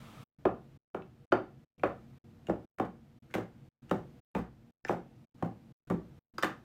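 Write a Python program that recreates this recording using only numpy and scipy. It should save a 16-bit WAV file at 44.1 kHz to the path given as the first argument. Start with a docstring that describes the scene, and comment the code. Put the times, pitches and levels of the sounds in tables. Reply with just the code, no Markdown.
"""On a desk in a small room, plastic cosmetic jars are set one by one into a lined acrylic tray, close up.
Jars tick and scrape against their neighbours, then land and settle: ringing modes, noise clicks, tiny grains.
Tray and desk are banks of damped modes, answered by a room of decaying noise; later landings knock the tray less.
A drone and hiss lie underneath. The sound comes in short passages with near-silence between, the first a rush."""
import sys
import numpy as np
from scipy import signal
from scipy.fft import rfft, irfft, next_fast_len
from scipy.io import wavfile

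SR = 44100
rng = np.random.default_rng(int(sys.argv[2]) if len(sys.argv) > 2 else 0)


def waveform_to_disk(signal):
    """Save audio, clipped to [-1, 1], as 16-bit WAV at the path in sys.argv[1]."""
    frames = np.transpose(np.atleast_2d(signal))
    scaled = np.clip(frames, -1, 1) * 32767
    samples = np.round(scaled).astype(np.int16)
    wavfile.write(sys.argv[1], SR, samples)


N = 292815

# A jar's base meeting the tray, again if it tilts or rocks.
# Each row: start in seconds, strength in dB, contact cut-off in Hz, jar ring in Hz,
# desk thump in dB, click in dB.
JAR_LANDINGS = [ (0.453, -37, 950, 668, -32, -57.5), (0.946, -47, 1350, 1248, -41, -56.5),
                (1.3232, -33, 1707, 669, -32, -53), (1.834, -34.5, 1700, 1290, -37, -49.5),
                (2.484, -44, 394, 472, -34.5, -65.5), (2.496, -35.5, 950, 637, -33, -52.5),
                (2.7846, -58.5, 1940, 1390, -50, -54.5), (2.798, -35.5, 1550, 783, -31.5, -51.5),
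                (3.3397, -50, 3030, 1460, -52.5, -44.5), (3.35, -37.5, 970, 520, -34, -46),
                (3.381, -42.5, 1210, 440, -38, -51.5), (3.9111, -32, 1010, 500, -28, -44),
                (4.3496, -36.5, 2200, 892, -31, -51.5), (4.361, -38, 900, 475, -34.5, -58),
                (4.893, -29, 1440, 793, -34, -71), (4.904, -33.5, 1020, 560, -44.5, -64),
                (5.4247, -33, 940, 783, -29, -50.5), (5.8997, -38.5, 1804, 1140, -27.5, -50.5),
                (5.909, -30.5, 790, 367, -33.5, -55.5), (6.4313, -28, 2740, 1230, -39, -48),
                (6.444, -35, 3000, 804, -39.5, -41)]
# Jar rims touching. Each row: start in seconds, strength in dB, shell ring in Hz, rim ring in Hz,
# sharpness as the click over the ring in dB.
RIM_TICKS = [(0.454, -31.5, 1219, 2520, -25), (1.021, -62, 2626, 3800, -20), (1.32, -30.5, 1370, 2420, -24),
             (1.324, -28.5, 1392, 4594, -29.5), (1.796, -63, 2366, 5890, -31),
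             (1.8355, -42.5, 2436, 3340, -25.5), (1.871, -54, 1460, 3320, -10),
             (2.469, -55.5, 2810, 6860, -4), (2.851, -61, 1680, 3270, 0), (3.302, -67, 1475, 2150, -9),
             (3.311, -65, 2120, 5600, -15.5), (3.3396, -40, 2083, 3400, 2), (3.895, -62.5, 2820, 7060, 3),
             (3.912, -35.5, 1290, 2750, -21), (4.354, -50.5, 2473, 3200, -21),
             (4.849, -39, 1776, 5240, -22.5), (4.884, -47.5, 2470, 5970, -13),
             (4.889, -51.5, 2500, 6000, -2.5), (4.907, -43.5, 1705, 5760, -40),
             (5.383, -73, 1240, 7000, -12), (5.872, -74, 1576, 7140, 7), (5.9, -50, 1860, 6840, -18),
             (6.3819, -35.5, 1296, 4830, -6), (6.4255, -42.5, 1750, 5500, 7.5),
             (6.433, -30, 1788, 3560, -8), (6.444, -44, 1800, 4370, 4.5)]
# A jar sliding along its neighbours. Each row: start in seconds, end in seconds, level in dB.
JAR_SCRAPES = [(2.48, 2.49, -64), (3.3, 3.33, -67.5), (3.882, 3.908, -70.5), (4.354, 4.4, -56.5),
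               (4.86, 4.935, -55), (5.381, 5.44, -76), (6.385, 6.42, -70.5), (6.424, 6.473, -53)]
# Passages of sound, one jar in each after the first. Each row: start in seconds, end in seconds.
PASSAGES = [(0, 0.241), (0.385, 0.778), (0.94, 1.258), (1.31, 1.649), (1.779, 2.187), (2.24, 2.657),
            (2.78, 3.191), (3.222, 3.692), (3.82, 4.204), (4.343, 4.712), (4.841, 5.255), (5.342, 5.727),
            (5.871, 6.195), (6.337, 6.706)]
# Background level in each passage: one value per passage, in dB.
PASSAGE_FLOOR_DB = [4, 0.5, -1, -1, 2, 1, -1, 0.5, 2.5, -1.5, 0.5, 1, 2, 1.5]

# Modes of the acrylic tray. Each row: frequency in Hz, level in dB, t60 in seconds.
TRAY_MODES = [(238, -12, 0.065), (315.8, -5.5, 0.09), (374.6, -1.5, .06), (481.2, 0.5, 0.031),
              (583, 3, 0.021), (761.5, 1, 0.028), (852.4, -0.5, 0.018), (1091, 3, 0.011), (1255, -4, 0.02),
              (1395, -4, 0.021), (1750, -6.5, 0.019), (1995, -11, 0.018), (2257, -8, 0.013),
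              (2650, -4.5, 0.0076), (3080, -9.5, 0.017), (3620, -12.5, .02), (4400, -14.5, 0.012),
              (5250, -19.5, .015), (6200, -23, .015)]
# Modes of the desk under it. Each row: frequency in Hz, level in dB, t60 in seconds.
DESK_MODES = [(62, -18.5, 0.42), (111.9, -6, 0.18), (174.7, -0.5, 0.18), (210.2, 5.5, 0.067),
              (262.4, -0.5, 0.1)]
# Modes of a jar's shell. Each row: multiple of its ring pitch, level in dB, t60 in seconds at SHELL_HZ.
SHELL_MODES = [(.61, -13, .02), (.74, -2, .02), (.87, 4, .025), (1, 8, .04), (1.14, 1, .025),
               (1.33, -2, .02), (1.54, -9.5, 0.023), (1.83, -19.5, .015), (2.2, -19.5, .015),
               (2.75, -20.5, .012), (3.3, -24, .012)]
# Modes of a jar's stiff rim. Each row: multiple of its ring pitch, level in dB, t60 in seconds.
RIM_MODES = [(.82, -7, .01), (1, 0, 0.016), (1.12, -9.5, 0.01), (1.34, -6.5, 0.009)]

# Colour of plastic on plastic. 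Each row: frequency in Hz, relative level in dB per Hz.
CLICK_SPECTRUM = [(300, -19), (1500, 16.5), (3300, 0.5), (5000, -6.5), (7000, -6.5), (9000, -9.5),
                  (11000, -17), (13500, -9), (16000, -17)]
# Colour of the room's low drone. Each row: frequency in Hz, relative level in dB per Hz.
RUMBLE_SPECTRUM = [(15, -40.5), (25, -14), (123, -1.5), (242, -8), (344, -9.5), (405, -21.5), (476, -21.5),
                   (531, -23.5), (695, -21.5), (1160, -32.5), (2350, -37), (10400, -50.5), (13600, -52),
                   (14800, -50), (16000, -68)]
# Colour of the airy hiss. Each row: frequency in Hz, relative level in dB per Hz.
HISS_SPECTRUM = [(180, -29), (300, 10), (372, -15), (412, -20.5), (603, -1.5), (1120, -8), (1210, -5.5),
                 (1930, -9), (3400, -13.5), (4370, -16.5), (11900, -29.5), (13800, -20.5), (16000, -35.5)]
# Colour of the broad rush in the opening passage. 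Each row: frequency in Hz, relative level in dB per Hz.
RUSH_SPECTRUM = [(290, -29), (500, -3), (1110, -8.5), (1210, 0.5), (1530, -12), (3390, -12.5),
                 (4400, -20.5), (16000, -30)]
# Narrow bands of the drone. Each row: frequency in Hz, level against the rumble in dB.
HUM_BANDS = [(136, -3), (228, -5), (479, -16.5)]
# Decay of the room's answer. Each row: frequency in Hz, t60 in seconds.
ROOM_DECAY = [(100, 0.33), (260, 0.28), (700, 0.27), (1800, .27), (5000, 0.27), (13000, 0.17)]

T = np.arange(SR // 2) / SR  # seconds within one blow
TOP_HZ = 15900  # band limit
SPOT_DB = 1.5  # spread of mode strengths from blow to blow
EMPTY_TRAY_DB, DAMPING_DB_PER_S = 17, 3.0  # tray knock over jar ring at time 0; it fades as the jars pile in
SETTLE_DB, SETTLE_T60_S = -7, 0.25  # chatter of a jar coming to rest, against its click
PUSH_DB = -5  # the part of a tick that reaches the tray
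RIM_DB, RIM_PER_SHARPNESS = -10, 0.31  # rim against shell; a sharper touch rings it more (dB per dB)
SHELL_HZ, SHELL_DAMPING = 1120, 0.27  # in ticks, shells above this pitch die sooner, by this power
TRAY_ROOM_DB, JAR_ROOM_DB = -3.5, -5  # the room's answer to landings
RUMBLE_DB, HISS_DB, RUSH_DB = -57, -74.5, -58  # rumble and hiss before the passage level


def amp(db):
    """Decibels to gain."""
    return 10 ** (np.asarray(db) / 20)


def unit(x):
    """Scale to rms 1."""
    return x / np.sqrt(np.mean(x ** 2) + 1e-20)


def burst(x):
    """Scale a blow to the energy of 10 ms at rms 1."""
    return x / np.sqrt(np.sum(x ** 2) / (SR / 100) + 1e-20)


def along(points, hz):
    """Read a curve of (Hz, value) points on a log frequency axis."""
    point_hz, values = np.transpose(points)
    return np.interp(np.log(hz + 1), np.log(point_hz), values)


def filtered(x, response):
    """Shape a sound by a complex response of frequency."""
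    size = next_fast_len(len(x) + 8192)
    hz = np.fft.rfftfreq(size, 1 / SR)
    return irfft(rfft(x, size) * response(hz), size)[:len(x)]


def coloured(x, spectrum):
    """Give a signal a spectrum's colour, at rms 1."""
    return unit(filtered(x, lambda hz: amp(along(spectrum, hz))))


def noise(spectrum, size):
    """Coloured noise of rms 1."""
    return coloured(rng.standard_normal(size), spectrum)


def add(track, start, x):
    """Mix a sound into the track from a time in seconds."""
    part = track[max(round(start * SR), 0):][:len(x)]
    part += x[:len(part)]


def in_room(x, room_db, build=0.0053):
    """A sound plus the room's answer, which builds up and then dies at its own speed in each band."""
    hz, t, bands = signal.stft(rng.standard_normal(len(T)), SR, nperseg=256)
    decay = amp(-60 * t / along(ROOM_DECAY, hz)[:, None])
    tail = signal.istft(bands * decay, SR, nperseg=256)[1][:len(T)]
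    tail = tail * (1 - np.exp(-(T / build) ** 2))
    answer = signal.fftconvolve(x, tail / np.linalg.norm(tail))[:len(x)]
    return x + amp(room_db) * answer


def background(hum_width_hz=7):
    """The room's low drone and airy hiss, at a level set for each passage; a noise rush in the first."""
    t = np.arange(N) / SR
    ends = np.transpose(PASSAGES)[1]
    drone = noise(RUMBLE_SPECTRUM, N)
    for hum_hz, db in HUM_BANDS:
        band = filtered(rng.standard_normal(N), lambda hz: 1 / (1 + ((hz - hum_hz) / hum_width_hz) ** 2))
        drone = drone + amp(db) * unit(band)
    floor = amp(RUMBLE_DB) * unit(drone) + amp(HISS_DB) * noise(HISS_SPECTRUM, N)
    passage_gain = amp(PASSAGE_FLOOR_DB)[np.searchsorted(ends, t)]
    rush = amp(RUSH_DB) * (t < ends[0]) * noise(RUSH_SPECTRUM, N)
    return passage_gain * floor + rush


def slips(per_s):
    """Plastic catching and slipping on plastic in tiny random grains, rms 1."""
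    grains = (rng.random(len(T)) < per_s / SR) * rng.standard_normal(len(T))
    return coloured(grains, CLICK_SPECTRUM)


def scrapes():
    """Sliding plastic catches and slips in tiny grains, faded in and out over each stroke."""
    out = np.zeros(N)
    for start, end, db in JAR_SCRAPES:
        stroke = np.clip(np.minimum(T, end - start - T) / 0.0094, 0, 1)
        add(out, start, in_room(amp(db) * slips(per_s=1200) * stroke, room_db=0.5))
    return out


def ring(modes, attack, pitch=1):
    """Damped modes of alternating sign; their strengths change a little with the spot that is struck."""
    out = np.zeros(len(T))
    for k, (hz, db, t60) in enumerate(modes):
        strength = amp(db + SPOT_DB * rng.normal() - 60 * T / t60)
        out += (-1) ** k * strength * np.sin(2 * np.pi * hz * pitch * T)
    return out * (1 - np.exp(-T / attack))


def click(t60):
    """The crack of hard plastic meeting plastic: a burst of noise with a fast onset and a decay."""
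    onset = 1 - np.exp(-T / 0.0004)
    return burst(noise(CLICK_SPECTRUM, len(T)) * amp(-60 * T / t60) * onset)


def shell_ring(hz, attack):
    """A jar's shell ringing at a pitch; the higher it is, the sooner it dies."""
    life = (SHELL_HZ / hz) ** SHELL_DAMPING
    modes = [(multiple, db, t60 * life) for multiple, db, t60 in SHELL_MODES]
    return burst(ring(modes, attack, pitch=hz))


def ticks():
    """Rim against rim: the shells and their edges ring, and a little of the push reaches the tray."""
    out = np.zeros(N)
    for start, db, shell_hz, rim_hz, sharp_db in RIM_TICKS:
        shell = shell_ring(shell_hz, attack=0.00069)
        rim_gain = amp(RIM_DB + RIM_PER_SHARPNESS * sharp_db)
        rim = rim_gain * burst(ring(RIM_MODES, attack=0.0003, pitch=rim_hz))
        tray = amp(PUSH_DB) * burst(ring(TRAY_MODES, attack=0.003))
        crack = amp(sharp_db) * click(t60=0.06)
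        add(out, start, amp(db) * in_room(shell + rim + tray + crack, room_db=-9.5))
    return out


def landings():
    """A jar's base strikes tray and desk, then chatters to rest; a softer contact reaches fewer high modes."""
    out = np.zeros(N)
    for start, db, contact_hz, jar_hz, desk_db, click_db in JAR_LANDINGS:
        # the contact is a damped second-order low-pass
        soft = lambda hz: 1 / (1 + 1.4j * hz / contact_hz - (hz / contact_hz) ** 2)
        tray_gain = amp(db + EMPTY_TRAY_DB - DAMPING_DB_PER_S * start)
        tray = tray_gain * burst(filtered(ring(TRAY_MODES, attack=0.0006), soft))
        desk = amp(desk_db) * burst(ring(DESK_MODES, attack=0.0052))
        # in a landing the shell's decay times do not depend on its pitch
        jar = amp(db) * burst(ring(SHELL_MODES, attack=0.0011, pitch=jar_hz))
        chatter = amp(SETTLE_DB - 60 * T / SETTLE_T60_S) * slips(per_s=900)
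        crack = amp(click_db) * (click(t60=0.025) + chatter)
        add(out, start, in_room(tray, TRAY_ROOM_DB))
        add(out, start, in_room(jar, JAR_ROOM_DB))
        add(out, start, in_room(crack, room_db=-7))
        add(out, start, in_room(desk, room_db=-2))
    return out


def scene():
    """Room, scrapes, ticks and landings summed to one channel."""
    return (background() + scrapes() + ticks() + landings())[None]


def record(dry):
    """Full level during the passages, 44.5 dB down between them, and nothing above the band limit."""
    t = np.arange(N) / SR
    heard = np.zeros(N)
    for start, end in PASSAGES:
        heard += np.clip(np.minimum((t - start) / 0.0036, (end - t) / 0.0072), 0, 1)  # short fades
    gated = dry[0] * np.maximum(heard, amp(-44.5))
    return filtered(gated, lambda hz: hz < TOP_HZ)[None]


dry = scene()
out = record(dry)
waveform_to_disk(out)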